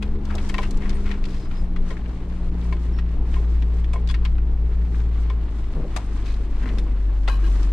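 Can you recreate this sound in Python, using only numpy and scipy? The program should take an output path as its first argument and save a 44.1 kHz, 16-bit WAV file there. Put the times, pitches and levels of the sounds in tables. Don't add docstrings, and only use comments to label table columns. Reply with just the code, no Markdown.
import sys
import numpy as np
from scipy import signal
from scipy.fft import rfft, irfft, next_fast_len
from scipy.io import wavfile
from scipy.ndimage import uniform_filter1d

SR = 44100
rng = np.random.default_rng(int(sys.argv[2]) if len(sys.argv) > 2 else 0)


def master_out(mix):
    frames = np.transpose(np.atleast_2d(mix))
    ceiling = np.clip(frames, -1, 1)
    pcm = np.round(ceiling * 32767).astype(np.int16)
    wavfile.write(sys.argv[1], SR, pcm)


N = 340452
TIME = np.arange(N) / SR


def undb(db):
    return 10 ** (np.asarray(db) / 20)


def unit(x):
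    return x / np.sqrt(np.mean(x ** 2))


def unit_attack(x, seconds=.015):
    return x / np.std(x[:, :int(seconds * SR)])


def even_out(x, seconds):
    return x / np.sqrt(uniform_filter1d(x ** 2, int(seconds * SR)))


def wander(rate):
    hold = int(SR / rate)
    steps = np.repeat(rng.standard_normal(N // hold + 1), hold)[:N]
    return unit(uniform_filter1d(uniform_filter1d(steps, hold), hold))


def swells(table):
    return sum(db * np.exp(-np.log(2) * (2 * (TIME - s) / length) ** 2) for s, length, db in table)


def bandpass(x, low_hz, high_hz):
    return signal.sosfilt(signal.butter(2, [low_hz, high_hz], "band", fs=SR, output="sos"), x)


def resonate(x, hz, q):
    return signal.lfilter(*signal.iirpeak(hz, q, fs=SR), x)


def equalise(x, curve):
    hz, db = np.transpose(curve)
    n = 2 * next_fast_len(x.shape[-1])
    octave, points = np.log2(np.maximum(np.fft.rfftfreq(n, 1 / SR), 1)), np.log2(hz)
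    outside = np.abs(octave - np.clip(octave, points[0], points[-1]))
    gain_db = np.maximum(np.interp(octave, points, db) - 30 * outside, -90)
    cepstrum = irfft(np.log(undb(gain_db)))
    cepstrum[1:n // 2] *= 2
    cepstrum[n // 2 + 1:] = 0
    return irfft(rfft(x, n) * np.exp(rfft(cepstrum)))[..., :x.shape[-1]]


def stereo(pair, side_db, left_db):
    sign = np.array([[1], [-1]])
    return (pair[0] + sign * undb(side_db) * pair[1]) * undb(sign * left_db / 2)


def grains(rate, spread_db, decay_s=0.0065):
    sizes = undb(spread_db * np.minimum(rng.exponential(size=N), 4.5))
    hits = sizes * (rng.random(N) < rate / SR)
    power = signal.lfilter([1], [1, -np.exp(-1 / (decay_s * SR))], hits ** 2)
    return unit(np.sqrt(power) * rng.standard_normal((2, N)))


def add(out, s, sound):
    i = max(int(s * SR), 0)
    out[:, i:i + sound.shape[-1]] += sound[..., :N - i]


# pitch in Hz, width in Hz, level in dB when struck.
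FLOOR_MODES = [(1030, 32.5, 1.5), (1860, 45, -12.5), (2203, 34, -11), (2600, 40, -18.5), (3320, 30, -21.5)]

def underbody(x, ring_db):
    rings = sum(undb(db / 2) * resonate(x, hz, q=hz / width) for hz, width, db in FLOOR_MODES)
    return x + undb(ring_db) * rings


# start in seconds, length in seconds, pitch in Hz, level in dB.
PAINT_SQUEAKS = [(0.944, 0.031, 8680, -45), (1.37, 0.12, 5000, -54), (1.546, 0.071, 5080, -48),
                 (2.922, 0.098, 5427, -55.5)]

def squeaks():
    out = np.zeros((2, N))
    for s, length, hz, db in PAINT_SQUEAKS:
        u = np.linspace(0, 1, int(length * SR))
        slip, grip = wander(1200)[:len(u)], wander(200)[:len(u)]
        pitch = hz * (1 + .012 * (u - .5) + .014 * slip)
        tone = np.sin(2 * np.pi * np.cumsum(pitch) / SR)
        add(out, s, undb(db + 2.9 * grip) * np.sqrt(u * (1 - u)) * tone)
    return out


# frequency in Hz, gain in dB.
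BRUSH_EQ = [(3400, 1), (5800, 0), (8800, -4), (10500, -16), (13000, -21.5)]
CRACK_EQ = [(1000, -2), (2000, -2), (4200, -8.5), (5800, -20)]

def brush(growth_db):
    hiss = unit(equalise(grains(rate=490, spread_db=-0.5), BRUSH_EQ))
    stalks = unit(equalise(grains(rate=30, spread_db=2, decay_s=.0012), CRACK_EQ))
    rustle = hiss + stalks * undb(2 - .5 * growth_db)
    return stereo(rustle * undb(-68 + growth_db), side_db=1.5, left_db=1.2)


# frequency in Hz, gain in dB.
LEAF_EQ = [(800, -1), (1080, 6), (1400, 1), (2100, -2), (4300, -12)]

def leaves(growth_db):
    crunch = equalise(grains(rate=690, spread_db=2.5), LEAF_EQ)
    crunch = unit(underbody(crunch, ring_db=-27.5))
    return stereo(crunch * undb(-53 + 0.46 * growth_db), side_db=-6, left_db=3.3)


# frequency in Hz, gain in dB.
TYRE_EQ = [(95, 8), (150, 2.5), (230, 3), (320, 3), (450, -8.5), (850, -12)]

def tyres(clump_db):
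    hz = firing_rate()
    speed = hz / hz.mean()
    thuds = unit(equalise(grains(rate=700, spread_db=2), TYRE_EQ))
    return stereo(thuds * undb(-40 + 0.33 * clump_db) * speed ** 0.58, side_db=-15, left_db=0.73)


# middle in seconds, length in seconds, lift in dB (negative if bare).
UNDERGROWTH = [(.65, 0.64, 7), (1.38, 0.36, 3), (2.58, 0.36, 4.5), (3.3, 0.25, 5), (4.3, 0.45, -5.5),
               (6.45, 1, 5.5), (6.96, 0.1, -5.5), (7.57, 0.3, 11.5)]

def ground():
    clump_db = swells(UNDERGROWTH)
    growth_db = clump_db + 2.6 * wander(16)
    return tyres(clump_db) + leaves(growth_db) + brush(growth_db)


# start in seconds, brightness in Hz, level in dB.
TWIG_FLICKS = [(0.2526, 5900, -48.5), (.3518, 6570, -40.5), (0.4909, 7400, -43.5), (.709, 6900, -41.5),
               (0.7727, 7000, -48.5), (.894, 5650, -40), (0.903, 4500, -45), (1.24, 3860, -41),
               (1.254, 4200, -42), (1.5119, 2640, -44), (1.968, 1900, -42.5), (2.059, 2522, -47),
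               (3.342, 2593, -42), (3.6235, 3280, -44.5), (3.8432, 2940, -43), (4.074, 4830, -43.5),
               (4.3811, 2403, -47), (4.9439, 1888, -43.5), (6.3416, 4212, -49), (6.689, 3280, -43.5),
               (7.6307, 5460, -44)]

def twigs(decay_s=0.0067):
    out, t = np.zeros((2, N)), np.arange(int(.1 * SR)) / SR
    for s, hz, db in TWIG_FLICKS:
        flick = rng.standard_normal((2, len(t))) * np.exp(-t / decay_s * np.sqrt(hz / 3000))
        click = unit_attack(bandpass(flick, hz / 2.1, hz * 1.096), seconds=.005)
        add(out, s, undb(db) * stereo(click, side_db=-3.5, left_db=5.3))
    return out


# start in seconds, length in seconds, brightness in Hz, level in dB.
BRANCH_DRAGS = [(0.296, 0.067, 1860, -40), (0.614, 0.064, 2700, -41), (0.805, 0.18, 2190, -44.5),
                (1.051, 0.13, 2460, -43), (1.282, 0.19, 5000, -54), (5.737, 0.18, 430, -35),
                (6.247, 0.11, 4040, -48), (6.619, 0.12, 1750, -41.5), (6.602, 0.42, 328.7, -36)]

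def scrapes():
    out = np.zeros((2, N))
    slips = even_out(grains(rate=300, spread_db=3.5, decay_s=.005), seconds=.025)
    for s, length, hz, db in BRANCH_DRAGS:
        rasp = bandpass(slips[:, int(s * SR):int((s + length) * SR)], hz / 2.86, hz * 1.11)
        branch_tones = sum(resonate(rasp, hz * ratio, q=20) for ratio in rng.uniform(.45, 1.2, size=3))
        rasp = unit(underbody(rasp + .7 * branch_tones, ring_db=-4))
        u = np.linspace(0, 1, rasp.shape[1])
        pressure = (1 - np.exp(-u / 0.028)) * (1 - u ** 3)
        width = min(hz / 1800, 1)
        add(out, s, undb(db) * pressure * stereo(rasp, -6.5 - 14 * (1 - width), 5.2 * width))
    return out


# pitch in Hz, level in dB.
PANEL_MODES = [(1075, 3.5), (1600, -2.5), (2500, -4), (2900, -8), (3950, -8)]
# start in seconds, length in seconds, level in dB.
PANEL_BURSTS = [(7.286, 0.097, -35.5), (7.433, 0.098, -43)]

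def rattles():
    out, taps = np.zeros((2, N)), grains(rate=300, spread_db=3, decay_s=0.0011)
    ringing = sum(undb(db) * resonate(taps, hz, q=hz / 60) for hz, db in PANEL_MODES)
    for s, length, db in PANEL_BURSTS:
        chatter = unit(ringing[:, int(s * SR):int((s + length) * SR)])
        u = np.linspace(0, 1, chatter.shape[1])
        add(out, s, undb(db) * 2 * np.sqrt(u) * (1 - u) * stereo(chatter, side_db=-4, left_db=3.7))
    return out


# start in seconds, pitch in Hz, level in dB.
WHEEL_DROPS = [(5.765, 156, -28), (6.635, 256, -29), (7.425, 337, -32.5)]

def thumps(decay_s=0.028):
    out, u = np.zeros((2, N)), np.arange(int(.2 * SR)) / SR / decay_s
    for s, hz, db in WHEEL_DROPS:
        pitch = hz * (1 + .04 * wander(100)[:len(u)])
        add(out, s, undb(db) * 2 * np.sqrt(u) * np.exp(-u) * np.sin(2 * np.pi * np.cumsum(pitch) / SR))
    return out


# frequency in Hz, gain in dB.
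SPLINTER_EQ = [(4200, 3), (8700, 2), (10500, -11.5), (14000, -20)]
# start in seconds, wood tone in Hz, crack level in dB, splinter level in dB.
STICK_SNAPS = [(0.0251, 2510, -38, -54.5), (0.3819, 2230, -39.5, -61), (.496, 2170, -37.5, -51),
               (.5417, 1870, -32.5, -56), (0.5822, 2300, -32.5, -57), (0.6297, 1960, -38.5, -56),
               (1.113, 1830, -36, -60), (1.7614, 1240, -42, -73), (1.9057, 1890, -42, -67),
               (2.7255, 2310, -42.5, -64), (2.987, 1885, -40, -67), (3.933, 2500, -42.5, -52),
               (4.089, 3460, -41.5, -55), (4.098, 3390, -39, -58), (4.1095, 3390, -41.5, -52),
               (4.142, 1832, -36.5, -62), (4.2507, 2080, -35, -59), (5.2995, 2299, -44, -64.5),
               (5.963, 1176, -31.5, -41.5), (6.7843, 3602, -41.5, -54), (7.2772, 1954, -31.5, -55),
               (7.284, 1404, -34.5, -52)]

def sticks(tear_s=0.0098, wood_decay_s=0.0069):
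    out, t = np.zeros((2, N)), np.arange(int(.2 * SR)) / SR
    for s, wood_hz, crack_db, splinter_db in STICK_SNAPS:
        crack_noise, splinter_noise = rng.standard_normal((2, 2, len(t)))
        bend = 2 * np.pi * wood_hz * t + rng.uniform(0, 2 * np.pi, (2, 1))
        overtone_ratio = rng.uniform(1.3, 1.55)
        wood = (np.sin(bend) + .5 * np.sin(overtone_ratio * bend)) * np.exp(-t / wood_decay_s)
        fibres = undb(2.7 * unit(uniform_filter1d(rng.standard_normal(len(t)), int(0.0004 * SR))))
        settling = .5 * np.exp(-t / (2 * tear_s))
        tear = fibres * (np.exp(-(t / tear_s) ** 2) + settling)
        crack = underbody(equalise(crack_noise * tear, CRACK_EQ), ring_db=-2.5)
        crack = unit_attack(crack) + undb(-2.5) * unit_attack(wood)
        splinter = equalise(splinter_noise * tear, SPLINTER_EQ)
        add(out, s, undb(crack_db) * stereo(unit_attack(crack), side_db=-5, left_db=5.5))
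        add(out, s, undb(splinter_db) * stereo(unit_attack(splinter), side_db=-1, left_db=5.5))
    return out


# start in seconds, ring level in dB, thud pitch in Hz, thud level in dB.
FLOOR_HITS = [(0.349, -50, 600, -32.5), (0.543, -29.5, 700, -40), (0.5862, -19, 620, -28),
              (1.908, -30.5, 470, -35.5), (2.724, -26.5, 600, -42), (3.365, -31.5, 599, -51),
              (3.934, -32, 602, -31.5), (3.958, -29.5, 457, -33), (5.3017, -30, 449.5, -41),
              (5.964, -38, 719, -29), (7.279, -32.5, 795, -29)]

def knocks(attack_s=0.0014, thud_decay_s=0.019):
    out, t = np.zeros((2, N)), np.arange(int(.2 * SR)) / SR
    for s, ring_db, thud_hz, thud_db in FLOOR_HITS:
        ring = np.zeros(len(t))
        for hz, width, db in FLOOR_MODES:
            spot_db, detune = rng.normal(0, [1.6, 0.0071])
            tone = np.sin(2 * np.pi * hz * (1 + detune) * t)
            ring += undb(db + spot_db) * np.exp(-np.pi * width * t) * tone
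        ring *= 1 - np.exp(-t / attack_s)
        hollow_eq = [(thud_hz / 2, -8), (thud_hz, 0), (2 * thud_hz, -14)]
        thud = unit(equalise(rng.standard_normal((2, len(t))), hollow_eq)) * np.exp(-t / thud_decay_s)
        add(out, s, undb(ring_db) * stereo([ring, 0], side_db=0, left_db=3.2))
        add(out, s, undb(thud_db) * stereo(thud, side_db=-12.5, left_db=2.5))
    return out


# frequency in Hz, gain in dB.
SHUDDER_EQ = [(12, -12.5), (22, 3), (31, -13.5), (58, -13), (80, -24.5)]
# middle in seconds, length in seconds, extra sway in dB.
GROUND_BUMPS = [(.05, 0.29, 5), (.87, 1, 9), (1.75, 0.31, 9), (2.45, 0.087, 9.5), (3.25, 0.35, 6.5),
                (4.35, 0.76, 6.5), (5.76, 0.16, 8), (6.55, 0.53, 5)]

def shudder():
    sway = even_out(equalise(rng.standard_normal((2, N)), SHUDDER_EQ), seconds=.2)
    return stereo(sway * undb(-27.5 + swells(GROUND_BUMPS)), side_db=-30.5, left_db=1.5)


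def bonnet(hz, phase, centre_hz=404, width_hz=20.3):
    hum = bandpass(rng.standard_normal(N), centre_hz - width_hz / 2, centre_hz + width_hz / 2)
    return unit(hum * (1 + np.cos(phase))) * undb(-49) * (hz / hz.max()) ** 2


# pitch in Hz, width in Hz, peak level in dB.
BOOM_MODES = [(46.63, 6.85, -16.5), (56.51, 3.52, -18), (68.46, 2.6, -25.5), (174.45, 11.7, -36),
              (205.6, 31, -34)]

def body_gain(hz):
    gains = [undb(db) / (1 + (2 * (hz - centre) / width) ** 2) for centre, width, db in BOOM_MODES]
    return np.sqrt(sum(gain ** 2 for gain in gains))


# time in seconds, firing rate in Hz.
REV_CURVE = [(0, 68.83), (.25, 69.64), (.6, 65.85), (1.15, 66.8), (1.6, 59), (2.3, 59.52), (2.7, 57.36),
             (3.2, 57.37), (3.6, 56.25), (4.0, 57.16), (4.6, 55.92), (4.9, 57.04), (5.5, 55.08),
             (6.15, 50.28), (7.72, 46.7)]

def firing_rate():
    return np.interp(TIME, *np.transpose(REV_CURVE))


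# multiple of the firing rate, level in dB.
WEAK_ORDERS = [(2, -44), (4, -51)]

def engine():
    hz = firing_rate()
    phase = 2 * np.pi * np.cumsum(hz * (1 + 0.002 * wander(18))) / SR
    easing_db = 0.33 * swells(GROUND_BUMPS)
    boom = body_gain(hz) * undb(.5 * wander(7.2) - easing_db) * np.sin(phase)
    drone = body_gain(3 * hz) * undb(1.2 * wander(28) + .9 * wander(7)) * np.sin(3 * phase)
    overtones = sum(undb(db + 2 * wander(10)) * np.sin(order * phase + rng.uniform(0, 2 * np.pi))
                    for order, db in WEAK_ORDERS)
    mono = np.sqrt(2) * (boom + drone + overtones + bonnet(hz, phase))
    return stereo([mono, 0], side_db=0, left_db=1.54)


def scene():
    bed = engine() + shudder() + ground()
    return bed + scrapes() + twigs() + sticks() + knocks() + rattles() + thumps() + squeaks()


def record(dry):
    return signal.sosfilt(signal.ellip(8, .2, 70, 15400, fs=SR, output="sos"), dry)


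dry = scene()
out = record(dry)
master_out(out)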